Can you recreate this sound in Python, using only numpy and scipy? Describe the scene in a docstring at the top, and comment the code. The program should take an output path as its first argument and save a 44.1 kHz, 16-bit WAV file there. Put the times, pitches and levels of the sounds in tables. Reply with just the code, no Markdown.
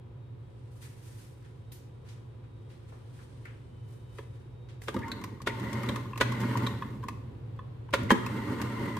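"""A kitchen counter, where a slow juicer runs empty against the steady drone of a fan.
After faint rustling and taps, a hand snaps the rocker switch several times: the motor starts, coasts
and starts again. Magnetic force makes it hum, its gears churn and rattle the gearbox, and the loose
auger rubs, squeals and knocks in its bowl. Each impact sets plastic parts ringing in their damped
normal modes, and the room reverberates briefly."""
import sys
import numpy as np
from scipy import signal
from scipy.fft import rfft, irfft, next_fast_len
from scipy.io import wavfile

SR = 44100
rng = np.random.default_rng(int(sys.argv[2]) if len(sys.argv) > 2 else 0)


def transcribe(signal):
    """Save signal, clipped to [-1, 1], as a 16-bit WAV file at the path in sys.argv[1]."""
    frames = np.atleast_2d(signal).T
    limited = np.clip(frames, -1, 1)
    pcm = np.round(limited * 32767).astype(np.int16)
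    wavfile.write(sys.argv[1], SR, pcm)


N = 396459
T = np.arange(N) / SR
RING_T = T[:SR // 2]  # time axis of one impact

# Levels are relative; mode frequencies are nominal, scaled by a pitch ratio at each impact.
# powered runs: start_s, held_s, speed_ratio, churn_db, rattle_db, hiss_db (all three at speed 1), hum_db
MOTOR_RUNS = [(4.884, 0.25, 1, -44.5, -46, -60, -52), (5.472, 0.43, 1.254, -43.5, -45, -55, -39),
              (6.211, 0.43, 1.02, -38.5, -39.5, -50, -33.5), (7.938, 0.062, .8, -33, -30.5, -63, -35.5),
              (8.105, 0.8, 0.8, -37, -37, -49, -47)]
SPIN_UP_S, COAST_S, HUM_RISE_S, HUM_FALL_S = 0.075, 0.33, 0.076, 0.23  # time constants
HUM_HZ, MESH_HZ = 120.4, 435.3  # magnetic hum; tooth contacts at speed 1
# spectrum of the churning gears: frequency_hz, density_db
CHURN_SPECTRUM = [(30, -42), (60, -15), (100, -1.5), (150, -9.5), (210, 3), (290, -1.5), (360, -6.5),
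                  (450, -8.5), (590, -27.5), (700, -25.5), (1500, -54), (3000, -47)]
# gearbox resonances: centre_hz, nominal_width_hz, level_db
GEARBOX_RESONANCES = [(557.4, 49, 2.5), (945, 76, 4.5), (1024, 69, 4), (1215, 68, -0.5), (1372, 234, -3.5),
                      (1910, 185, -2), (2057, 130, -3), (2740, 550, -15.5), (4080, 640, -23.5)]
# spectrum of the auger rubbing in its bowl: frequency_hz, density_db
HISS_SPECTRUM = [(600, -11), (1500, -9), (2600, 1.5), (3900, 0), (5000, -7.5), (7000, -9.5), (10500, -13),
                 (15000, -7.5)]
# comb filter that colours the hiss: delay_s, gain_ratio
COMB_TAPS = [(0, 0.73), (.0013, -0.072), (.0031, -0.75), (.0074, .35), (0.011, 0.74)]
# the motor's thin whine: pitch_hz, level_db
MOTOR_WHINE_TONES = [(6670, -89), (8226, -71.5)]

# a fingertip's tap on the housing, then snaps of the switch:
# start_s, housing_db, crack_db, auger_db, housing_pitch_ratio
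TAP_AND_SNAPS = [(4.185, -38, -42.5, -34.5, 0.95), (4.883, -25.5, -29, -38, 0.87),
                 (5.472, -20, -22.5, -25, 1.02), (6.2109, -11.5, -16.5, -16.5, 1.06),
                 (7.938, -16.5, -17.5, -19, 1.01), (8.105, -6, -19, -6.5, 0.91)]
# spectrum of the crack of a tap or snap: frequency_hz, density_db
CRACK_SPECTRUM = [(100, -1.5), (300, 2.5), (510, 7), (730, -5), (1000, -1), (2000, -1.5), (3600, -4),
                  (5000, -13.5), (10500, -20.5), (15000, -22)]
# modes of the housing: pitch_hz, level_db, t60_s
HOUSING_MODES = [(350, -41, 0.041), (554, -12, 0.13), (920, -5.5, 0.057), (1204, -5.5, 0.035),
                 (1380, 2.5, 0.061), (1420, 1, 0.031), (1736, -1.5, 0.038), (1854, 6, 0.032),
                 (2127, 2, 0.031), (2400, -16.5, 0.15), (2717, -14, 0.089), (2770, -25, 0.016),
                 (3480, -9, 0.078), (4330, -36, 0.036)]
# jolts of the machine on its feet: start_s, level_db, strongest_hz, drop_one_octave_away_db
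BODY_JOLTS = [(4.188, -34.5, 424, 39), (4.885, -27, 444, 12), (4.943, -24.5, 286, 13), (4.962, -21, 258, 5),
              (4.97, -27.5, 470, 7), (4.986, -27, 91, 10), (5.472, -24, 464, 8), (5.894, -24.5, 229, 2),
              (6.214, -27, 360, 11), (6.669, -28, 280, 5), (7.589, -43, 300, 4), (7.940, -14.5, 624, 50),
              (8.032, -21.5, 110, 3.5), (8.114, -8, 308, 13), (8.141, -19.5, 290, 12),
              (8.525, -23, 240, 11)]
# modes of the whole body: pitch_hz, level_db, t60_s
BODY_MODES = [(108, 1.5, 0.1), (216, -3, 0.078), (216.3, -4.5, 0.12), (261, -2, 0.098), (352, -3, 0.09),
              (400, -11, 0.06), (450, -1, 0.058), (565, 2, 0.056)]
# knocks of the loose auger: start_s, ring_db, tick_db, pitch_ratio, tilt_db_per_octave
AUGER_KNOCKS = [(4.942, -30, -40, 0.85, 3), (4.9638, -30, -44, 1.11, 8), (5.214, -38, -48, 1, 1),
                (5.239, -34, -35, 1.02, 0), (5.4015, -39, -62, 1, -8), (5.8317, -33, -40, 1.1, 1),
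                (5.892, -28, -41, 0.94, 9), (5.959, -30.5, -35.5, 1.02, 4), (5.973, -42, -59, 0.96, 0),
                (6.055, -41, -63, 0.98, 1.5), (6.129, -32, -58, 0.96, -4), (6.158, -36, -51, 0.99, 0),
                (6.180, -35.5, -50, 0.97, 0), (6.32, -29, -38, 1, 0), (6.433, -28.5, -45, .94, 5),
                (6.552, -24, -60, 0.95, -7), (6.669, -27.5, -38, 1.01, -1), (6.821, -26, -52, 0.99, 3),
                (7.028, -38.5, -56, 0.91, 5), (7.037, -32.5, -49.5, 0.98, 0),
                (7.084, -27.5, -36.5, 0.98, 0), (7.5886, -35, -63, 1.01, 4), (7.886, -44, -70, 0.89, 7),
                (8.2627, -29.5, -35, 0.97, -1), (8.355, -42, -60, 0.85, -5), (8.478, -34, -52, 1.08, -3),
                (8.597, -31, -55, 0.97, 2), (8.614, -37, -48, 1.1, 0), (8.967, -28.5, -39, 0.96, 4)]
# modes of the auger: pitch_hz, level_db, t60_s
AUGER_MODES = [(1003, 0.5, 0.053), (1089.4, 5.5, 0.046), (1207, -5.5, 0.064), (1494, -11, 0.047),
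               (1737, -7, 0.039), (1910, -5.5, 0.022), (2574, -14, 0.032), (2990, -17, 0.021),
               (3390, -13.5, 0.028)]
# chinks of the lid on its seat: start_s, level_db
LID_CHINKS = [(.826, -55), (.846, -62), (5.1165, -26), (5.889, -26), (6.665, -27), (6.669, -29)]
# modes of the lid: pitch_hz, level_db, t60_s
LID_MODES = [(1580, 0, 0.033), (2120, -3, 0.026), (2580, -4, 0.034), (3480, -6, 0.028), (3740, -3.5, 0.04),
             (4090, 1, 0.047), (4390, -1, 0.037)]
# light ticks of plastic parts: start_s, level_db
PLASTIC_TICKS = [(.825, -56), (.838, -58), (.853, -60), (.872, -60), (1.425, -64), (1.72, -56),
                 (3.4533, -53), (4.8182, -45.5), (4.836, -50), (4.9894, -45), (5.0816, -45), (5.1166, -38),
                 (5.4177, -42.5), (5.5976, -43), (5.73, -35), (5.888, -36), (6.176, -35), (6.403, -39),
                 (6.414, -40), (6.572, -34.5), (6.666, -38), (7.563, -65), (7.906, -55), (8.032, -43.5),
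                 (8.114, -24), (8.6153, -32)]
# spectrum of a tick: frequency_hz, density_db
TICK_SPECTRUM = [(400, 11.5), (1500, 4), (4000, 4), (5500, 2.5), (10500, -3), (15000, 0.5)]
# creaks of plastic slipping on plastic: start_s, level_db, pitch_ratio
PLASTIC_SLIPS = [(5.24, -48, 0.79), (5.833, -34, 0.82), (6.133, -33, 0.99), (6.157, -34, 1),
                 (6.177, -33, .93), (7.086, -29.5, 0.96), (8.264, -26, 0.97)]
# modes rung by a slip: pitch_hz, level_db, t60_s
SLIP_MODES = [(2460, -8, 0.02), (2675, 0.5, 0.02), (2880, -16, 0.01)]
# squeals of the auger taking up speed: start_s, length_s, start_hz, end_hz, level_db, jitter_ratio
AUGER_SQUEALS = [(4.973, 0.052, 943, 890, -47, .015), (5.032, 0.06, 925, 905, -42.5, 0.013),
                 (5.014, 0.049, 1883, 2235, -44.5, 0.065), (5.066, 0.063, 1026, 1200, -44.5, .04),
                 (5.476, 0.13, 935, 887, -46, 0.02), (5.485, 0.03, 2084, 2050, -43, 0.05),
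                 (8.087, 0.018, 1900, 2200, -37, .03)]
# spectrum of the dry auger's small catches: frequency_hz, density_db
CATCH_SPECTRUM = [(300, -1), (750, -8), (1000, 10), (1500, 0), (2050, 0.5), (2600, -5), (3900, -14),
                  (5200, -29), (10000, -20), (15000, -20)]

# strokes of rustling: peak_s, swell_s, peak_db, tilt_db_per_octave
RUSTLE_STROKES = [(.79, 0.068, -63.5, 2.5), (.83, 0.015, -51.5, .8), (1.1, 0.11, -58, 1.9),
                  (1.24, 0.17, -58, 1.2), (1.46, 0.043, -64.5, -4), (1.727, 0.0096, -61.5, 0),
                  (2.1, 0.051, -61.5, -3), (2.71, 0.023, -65.5, -2), (2.9, 0.029, -64, -2),
                  (3.21, 0.079, -63.5, -0.5), (3.46, 0.11, -69, -2), (3.939, 0.081, -65, 1.5),
                  (4.18, 0.067, -62.5, 0), (4.39, .09, -68.5, -3), (4.836, 0.018, -54.5, 2)]
# spectrum of a stroke: frequency_hz, density_db
STROKE_SPECTRUM = [(500, -32), (900, -1.5), (1630, 4.5), (2760, 0.5), (6000, -2), (7400, -3.5),
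                   (8700, -0.5), (10500, -2.5), (15000, -7)]
# soft rubbing under the strokes: time_s, level_db
RUBBING_LEVEL = [(0.3, -88), (0.55, -75), (0.8, -72), (1.4, -74.5), (2.4, -80), (2.8, -75), (3.2, -67),
                 (3.7, -74.5), (4.2, -76), (4.6, -80), (5, -84)]
# spectrum of that rubbing: frequency_hz, density_db
RUBBING_SPECTRUM = [(500, -25), (1200, 3.5), (4000, 2.5), (7500, -4.5), (8400, 1.5), (9700, -4.5),
                    (11000, -5.5), (15000, -16.5)]
# faint scuffs and taps: start_s, level_db, centre_hz, half_width_octaves, t60_s
FAINT_SCUFFS = [(.822, -63, 2100, 0.3, 0.76), (1.717, -49, 3600, .35, .035), (1.72, -56, 4130, 1.1, 0.47),
                (1.719, -46, 13200, 0.44, 0.26), (2.086, -56, 2500, 1.5, 0.4),
                (2.437, -63, 1600, 0.77, 0.13), (2.70, -64.5, 2500, 0.94, 0.59),
                (2.92, -54, 600, 1.15, 0.41), (3.189, -57, 1270, 0.73, 0.3),
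                (3.452, -42.5, 1780, 0.4, 0.094), (3.467, -52.5, 1790, 0.61, 0.46),
                (4.686, -56.5, 1800, 1.24, 0.39)]

# tones of the fan: pitch_hz, level_db
FAN_PARTIALS = [(58, -65.5), (69.5, -69), (81, -63.5), (92.6, -66), (96.6, -63), (104.3, -61.5),
                (108.4, -52), (110.6, -60), (117.5, -68.5), (120, -50.5), (127.2, -60), (131.6, -57.5),
                (143.2, -64.5), (150.2, -67.5), (162, -72), (177.6, -76), (240, -70.5), (360, -69.5),
                (985, -77)]
# spectrum of the fan's air noise: frequency_hz, density_db
AIR_SPECTRUM = [(20, -16), (35, -10.5), (55, -5), (80, -2.5), (110, 1), (150, -6.5), (200, -12.5),
                (400, -11.5), (520, -12.5), (630, -23.5), (780, -22.5), (1000, -23), (1700, -31.5),
                (3600, -37), (6000, -50.5), (15000, -53)]
# swell of the low drone: time_s, gain_db
DRONE_SWELL = [(0, -0.6), (1.4, -1), (2.8, 0.5), (5.3, 0.5), (5.7, 3.5), (7.3, 6), (8.9, 2)]
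WHINE_LOW_HZ, WHINE_MID_HZ, WHINE_HIGH_HZ = 3036, 3278, 3752
# swells of the fan's three thin whines: peak_s, swell_s, pitch_hz, level_db
FAN_WHINES = [(.4, .6, WHINE_MID_HZ, -87), (.9, .8, WHINE_HIGH_HZ, -88), (1.55, .4, WHINE_LOW_HZ, -83.5),
              (2.5, 0.58, WHINE_HIGH_HZ, -88.5), (2.9, .8, WHINE_MID_HZ, -88.5),
              (3.65, 0.56, WHINE_LOW_HZ, -81), (4.4, .5, WHINE_HIGH_HZ, -82)]
# reverberation time of the kitchen: frequency_hz, t60_s
ROOM_DECAY = [(100, 0.46), (500, 0.61), (2000, 0.62), (6000, 0.59), (15000, 0.45)]
# left-right coherence of the nearby machine: frequency_hz, coherence_ratio
MACHINE_COHERENCE = [(60, 1), (130, 0.93), (290, 1), (640, 0.51), (1000, 0.32), (1410, 0.8), (3100, 0),
                     (6820, 0.14), (15000, 0.16)]
# left-right coherence of the room's sounds: frequency_hz, coherence_ratio (negative counts as 0)
ROOM_COHERENCE = [(40, 1), (130, 0.65), (290, 0.5), (510, 0), (1500, -0.5), (2000, -0.8), (3100, 0),
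                  (7000, 0.01), (15000, 0.06)]
# overall tone colour: frequency_hz, gain_db
OVERALL_RESPONSE = [(18, -14), (50, -0.5), (10500, -1), (11900, -18), (12900, 0.5), (14000, -2),
                    (15200, -26)]
# stereo balance: frequency_hz, left_minus_right_db
STEREO_BALANCE = [(60, 0.5), (150, -1.0), (380, -2.1), (950, 1), (2380, 1.7), (5980, -1), (15000, -1.5)]


def motor():
    """Superposition: hum, churn, tooth rattle and friction hiss, all modulated by one varying load."""
    churn_gain, rattle_gain, hiss_gain = gear_gains()
    load = wander(45)  # the auger binds and frees
    hum = magnetic_hum() * gain_of(2.5 * load)
    force = tooth_force()
    churn = churn_gain * gain_of(4 + 1.74 * load) * noise(CHURN_SPECTRUM, N, MACHINE_COHERENCE)
    rattle = rattle_gain * gain_of(0.63 * load) * gearbox(force)
    hiss_flicker = gain_of(0.35 * load + 1.1 * wander(300))
    hiss = hiss_gain * hiss_flicker * comb(noise(HISS_SPECTRUM, N, MACHINE_COHERENCE))
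    return hum + churn + rattle + hiss


def shaft_speeds():
    """Inertia: in each run the shaft spins up quickly, then coasts down slowly."""
    return np.array([top * rise_and_fall(s, held, SPIN_UP_S, COAST_S) for s, held, top, *_ in MOTOR_RUNS])


def gear_gains():
    """Power laws tie churn, rattle and hiss to shaft speed; the loudest run sets each gain."""
    *_, churn_db, rattle_db, hiss_db, _ = np.transpose(MOTOR_RUNS)[..., None]
    doublings = np.log2(shaft_speeds() + 1e-9)
    laws = [(churn_db, 7), (rattle_db, 13), (hiss_db, 11)]
    return [gain_of(db + db_per_doubling * doublings).max(axis=0) for db, db_per_doubling in laws]


def magnetic_hum():
    """Alternating magnetic force gives a fundamental and a weaker octave, swelling with each run."""
    level = sum(gain_of(db) * rise_and_fall(s, held, HUM_RISE_S, HUM_FALL_S)
                for s, held, *_, db in MOTOR_RUNS)
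    cycles = HUM_HZ * T + 0.063 * wander(25)
    return level * (tone(cycles) + gain_of(-13) * tone(2 * cycles))


def tooth_force(impact_share=0.029):
    """Gear meshing: uneven impulses at the tooth rate, plus the friction noise of sliding flanks."""
    mesh_hz = MESH_HZ * shaft_speeds().max(axis=0) * (1 + 0.01 * wander(25))
    contacts = np.diff(np.floor(np.cumsum(mesh_hz) / SR), prepend=0)
    unevenness, sliding = rng.standard_normal((2, 2, N))
    impacts = unit_rms(contacts * (0.77 + unevenness))
    force = np.sqrt(impact_share) * impacts + np.sqrt(1 - impact_share) * sliding
    return stereo_pair(*force, MACHINE_COHERENCE)


def gearbox(force):
    """Forced resonance: as the contact point moves, each peak drifts in pitch and level."""
    out = 0
    for hz, width_hz, db in GEARBOX_RESONANCES:
        centre_hz = hz * (1 + 0.016 * wander(12))
        band = resonate(force, centre_hz, 1.29 * width_hz)
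        out += gain_of(db + wander(45)) * resonate(band, centre_hz, 1.28 * width_hz)
    return unit_rms(out)


def comb(x):
    """Comb filtering gives the hiss a hollow, resonant colour."""
    out = np.zeros_like(x)
    for delay_s, gain in COMB_TAPS:
        add(out, delay_s, gain * x)
    return unit_rms(out)


def motor_whine(fade_db_per_s=3):
    """Phase modulation roughens two thin tones that fade through the last, long run."""
    s, held, *_ = MOTOR_RUNS[-1]
    fade = gain_of(-fade_db_per_s * np.maximum(T - s, 0))
    tones = sum(gain_of(db) * tone(hz * T + 0.16 * wander(40)) for hz, db in MOTOR_WHINE_TONES)
    return rise_and_fall(s, held, HUM_RISE_S, HUM_FALL_S) * fade * tones


def tap_and_snaps(lead_s=0.013, bounce_s=0.0068):
    """Impact excitation: a fingertip taps the housing, then the switch snaps; housing and auger ring."""
    out = np.zeros((2, N))
    for s, housing_db, crack_db, auger_db, pitch in TAP_AND_SNAPS:
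        add(out, s - lead_s, gain_of(crack_db - 8) * strike(0.0083, 0.11) * burst(CRACK_SPECTRUM))
        add(out, s - 0.002, gain_of(crack_db) * strike(0.0015, 0.069) * burst(CRACK_SPECTRUM))
        add(out, s, gain_of(housing_db) * ring(HOUSING_MODES, pitch, rise_s=0.0011, spread=0.22))
        bounce = ring(HOUSING_MODES, pitch, rise_s=0.0014, spread=0.19)
        add(out, s + bounce_s, gain_of(housing_db - 9) * bounce)
        add(out, s, gain_of(auger_db) * ring(AUGER_MODES, pitch=0.93, rise_s=0.0018, spread=0.11))
    return out


def jolts():
    """Impulse response of the jolted body: slow pushes excite low modes, quick ones higher."""
    out = np.zeros((2, N))
    for s, db, push_hz, drop_db in BODY_JOLTS:
        modes = [(hz, level - drop_db * np.log2(hz / push_hz) ** 2, t60) for hz, level, t60 in BODY_MODES]
        add(out, s, gain_of(db) * ring(modes, pitch=0.96, rise_s=0.0022, spread=0.17))
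    return out


def auger_knocks(scatter_db=2):
    """Modal weights depend on the point of impact, so each hollow knock has its own timbre."""
    out = np.zeros((2, N))
    for s, db, _, pitch, tilt in AUGER_KNOCKS:
        modes = [(hz, level + tilt * np.log2(hz) + scatter_db * rng.standard_normal(), t60)
                 for hz, level, t60 in AUGER_MODES]
        add(out, s, gain_of(db + 6) * ring(modes, pitch, rise_s=0.0034, spread=0.093))
    return out


def lid_chinks():
    """Free vibration of the lid striking its seat, at a slightly different pitch each time."""
    out = np.zeros((2, N))
    for s, db in LID_CHINKS:
        pitch = 0.92 * (1 + 0.051 * rng.standard_normal())
        add(out, s, gain_of(db) * ring(LID_MODES, pitch, rise_s=0.00062, spread=0.2))
    return out


def ticks():
    """Brief contact has a broad spectrum: plastic parts and auger tick, with one bright resonance."""
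    out = np.zeros((2, N))
    for s, db in PLASTIC_TICKS + [(s, db) for s, _, db, *_ in AUGER_KNOCKS]:
        contact = burst(TICK_SPECTRUM)
        bright = gain_of(-7) * unit_rms(resonate(contact, hz=2000, width_hz=260))
        add(out, s - 0.001, gain_of(db + 2) * strike(0.0014, 0.043) * (contact + bright))
    return out


def creaks():
    """Stick-slip: each release of plastic on plastic is a hard, heavily damped ring."""
    out = np.zeros((2, N))
    for s, db, pitch in PLASTIC_SLIPS:
        add(out, s, gain_of(db) * ring(SLIP_MODES, pitch, rise_s=0.0013, spread=0.22))
    return out


def auger_squeals():
    """Friction-driven oscillation: dragging plastic sings in short, rough glides."""
    out, waver, judder = np.zeros((2, N)), wander(400), gain_of(2 * wander(150))
    for s, length_s, start_hz, end_hz, db, jitter in AUGER_SQUEALS:
        n, start = int(length_s * SR), int(s * SR)
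        hz = np.linspace(start_hz, end_hz, n) * (1 + jitter * waver[start:][:n])
        level = gain_of(db) * judder[start:][:n] * signal.windows.tukey(n, 0.6)
        add(out, s, level * tone(np.cumsum(hz) / SR))
    return out


def auger_catches(per_s=60, spots=8):
    """Shot noise: the dry auger catches at random on a few spots, as loudly as its speed dictates."""
    out = np.zeros((2, N))
    for _ in range(spots):
        sizes = gain_of(7 * np.minimum(rng.exponential(1, N), 3))
        impulses = sizes * (rng.random(N) < per_s / spots / SR)
        response = burst(CATCH_SPECTRUM) * strike(0.0002, 0.035)
        out += signal.oaconvolve(impulses[None], response, axes=1)[:, :N]
    _, rattle_gain, _ = gear_gains()
    return gain_of(-15) * rattle_gain * unit_rms(out)


def rustle(fade_db_per_s=99, grain_db=1.2):
    """Friction noise: light strokes swell and die over soft rubbing, with a fine uneven grain."""
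    out = noise(RUBBING_SPECTRUM, N) * gain_of(np.interp(T, *np.transpose(RUBBING_LEVEL)))
    from_peak_s = T[:SR] - 0.5
    for s, swell_s, db, tilt in RUSTLE_STROKES:
        spectrum = [(hz, level + tilt * np.log2(hz)) for hz, level in STROKE_SPECTRUM]
        swell = np.exp(-(np.minimum(from_peak_s, 0) / swell_s) ** 2)
        fade = gain_of(db - fade_db_per_s * np.maximum(from_peak_s, 0))
        add(out, s + from_peak_s[0], swell * fade * noise(spectrum, SR))
    return out * gain_of(grain_db * wander(100))


def scuffs():
    """Transient contact: each faint scuff or tap is a band of noise in exponential decay."""
    out, hz = np.zeros((2, N)), np.geomspace(100, 16000, num=64)
    for s, db, centre_hz, octaves, t60 in FAINT_SCUFFS:
        band_db = -4.5 * np.log2(1 + (np.log2(hz / centre_hz) / octaves) ** 4)
        add(out, s, gain_of(db) * strike(0.0013, t60) * noise(np.c_[hz, band_db], len(RING_T)))
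    return out


def fan(drone_below_hz=260, air_db=-51.5):
    """Beating: close, wavering tones interfere over air noise; the low drone and the air swell."""
    tones, swell_db = 0, np.interp(T, *np.transpose(DRONE_SWELL))
    for hz, db in FAN_PARTIALS:
        level = gain_of(db + swell_db * (hz < drone_below_hz) + wander(2.99))
        tones += level * tone(hz * T + rng.random() + 0.02 * wander(4.3))
    return tones + gain_of(air_db + 0.65 * swell_db) * noise(AIR_SPECTRUM, N)


def fan_whines(flutter_db=4):
    """Amplitude modulation: faint tones of steady pitch flutter as they come and go."""
    out = 0
    for s, swell_s, hz, db in FAN_WHINES:
        swell = np.exp(-((T - s) / swell_s) ** 2 / 2)
        out += gain_of(db + flutter_db * wander(8.2)) * swell * tone(hz * T)
    return out


def kitchen(x, echoes_per_s=3000):
    """Reverberation: sparse reflections of random sign, each band decaying at its own rate."""
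    shape = (2, len(RING_T))
    echoes = rng.choice([-1., 1.], shape) * (rng.random(shape) < echoes_per_s / SR) * (RING_T > 0.004)
    hz, t, bands = signal.stft(echoes, SR, nperseg=256)
    decay = np.exp(-np.log(1000) * t / curve_at(ROOM_DECAY, hz)[:, None])
    _, tail = signal.istft(bands * decay, SR, nperseg=256)
    return signal.fftconvolve(x, tail / np.linalg.norm(tail[0]), axes=1)[:, :N]


def ring(modes, pitch, rise_s, spread):
    """Damped normal modes; spread scatters their phase between left and right."""
    out = 0
    for hz, db, t60 in modes:
        phase = rng.random() + spread * hz / (hz + 2000) * rng.standard_normal((2, 1))
        out += gain_of(db) * strike(rise_s, t60) * np.sin(2 * np.pi * (hz * pitch * RING_T + phase))
    return out / np.sqrt(sum(gain_of(db) ** 2 for _, db, _ in modes))


def strike(rise_s, t60_s):
    """Impact envelope: a quick rise, then exponential decay."""
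    return (1 - np.exp(-(RING_T / rise_s) ** 2)) * np.exp(-np.log(1000) * RING_T / t60_s)


def rise_and_fall(start_s, held_s, rise_s, fall_s):
    """First-order response: climbs toward 1 while the switch is held, then decays."""
    rise = 1 - np.exp(-np.clip(T - start_s, 0, held_s) / rise_s)
    return rise * np.exp(-np.maximum(T - start_s - held_s, 0) / fall_s)


def resonate(x, hz, width_hz):
    """Band-pass resonator of gain 1 whose centre may move."""
    carrier = np.exp(2j * np.pi * np.cumsum(hz * np.ones(x.shape[-1])) / SR)
    pole = np.exp(-np.pi * width_hz / SR)
    return 2 * (carrier * signal.lfilter([1 - pole], [1, -pole], x / carrier + 1e-18)).real


def noise(spectrum, size, coherence=ROOM_COHERENCE):
    """Spectrally shaped stereo noise of rms 1."""
    n = next_fast_len(size)
    white = stereo_pair(*rng.standard_normal((2, n)), coherence)
    gain = gain_of(curve_at(spectrum, np.fft.rfftfreq(n, 1 / SR)))
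    return unit_rms(irfft(rfft(white) * gain, n)[:, :size])


def burst(spectrum):
    """Shaped noise for one impact on the machine."""
    return noise(spectrum, len(RING_T), MACHINE_COHERENCE)


def stereo_pair(common, other, coherence):
    """Partial coherence: two signals mix as mid and side into left and right."""
    alike = np.clip(curve_at(coherence, np.fft.rfftfreq(len(common), 1 / SR)), 0, 1)
    mid = rfft(common) * np.sqrt((1 + alike) / 2)
    side = rfft(other) * np.sqrt((1 - alike) / 2)
    return irfft(np.array([mid + side, mid - side]), len(common))


def wander(per_s):
    """Random modulation of rms 1."""
    knots = rng.standard_normal(8192)
    return unit_rms(np.interp(T * per_s, np.arange(len(knots)), knots))


def tone(cycles):
    """Sinusoid of rms 1."""
    return np.sqrt(2) * np.sin(2 * np.pi * cycles)


def curve_at(points, hz):
    """Interpolation on a log-frequency axis."""
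    knots_hz, values = np.transpose(points)
    return np.interp(np.log(hz + 1), np.log(knots_hz + 1), values)


def add(mix, start_s, sound):
    """Superposition of a sound on the mix."""
    part = mix[..., max(round(start_s * SR), 0):][..., :sound.shape[-1]]
    part += sound[..., :part.shape[-1]]


def gain_of(db):
    """Decibels to amplitude ratio."""
    return 10 ** (np.asarray(db) / 20)


def unit_rms(x):
    """Normalisation to rms 1."""
    return x / np.sqrt(np.mean(x ** 2) + 1e-20)


def scene():
    """Superposition of all sources; only the machine's contact sounds reverberate."""
    contacts = tap_and_snaps() + jolts() + auger_knocks() + lid_chinks() + ticks()
    contacts += creaks() + auger_squeals() + auger_catches()
    background = fan() + fan_whines() + rustle() + scuffs()
    return motor() + motor_whine() + contacts + gain_of(-10) * kitchen(contacts) + background


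def record(dry, cutoff_hz=15800):
    """Linear filtering: overall tone colour, left-right balance and a band limit."""
    hz = np.fft.rfftfreq(N, 1 / SR)
    balance_db = curve_at(STEREO_BALANCE, hz)
    response_db = curve_at(OVERALL_RESPONSE, hz) + np.array([balance_db, -balance_db]) / 2
    coloured = irfft(rfft(dry) * gain_of(response_db), N)
    low_pass = signal.firwin(511, cutoff_hz, window=("kaiser", 9), fs=SR)
    return signal.oaconvolve(coloured, low_pass[None], "same")


dry = scene()
out = record(dry)
transcribe(out)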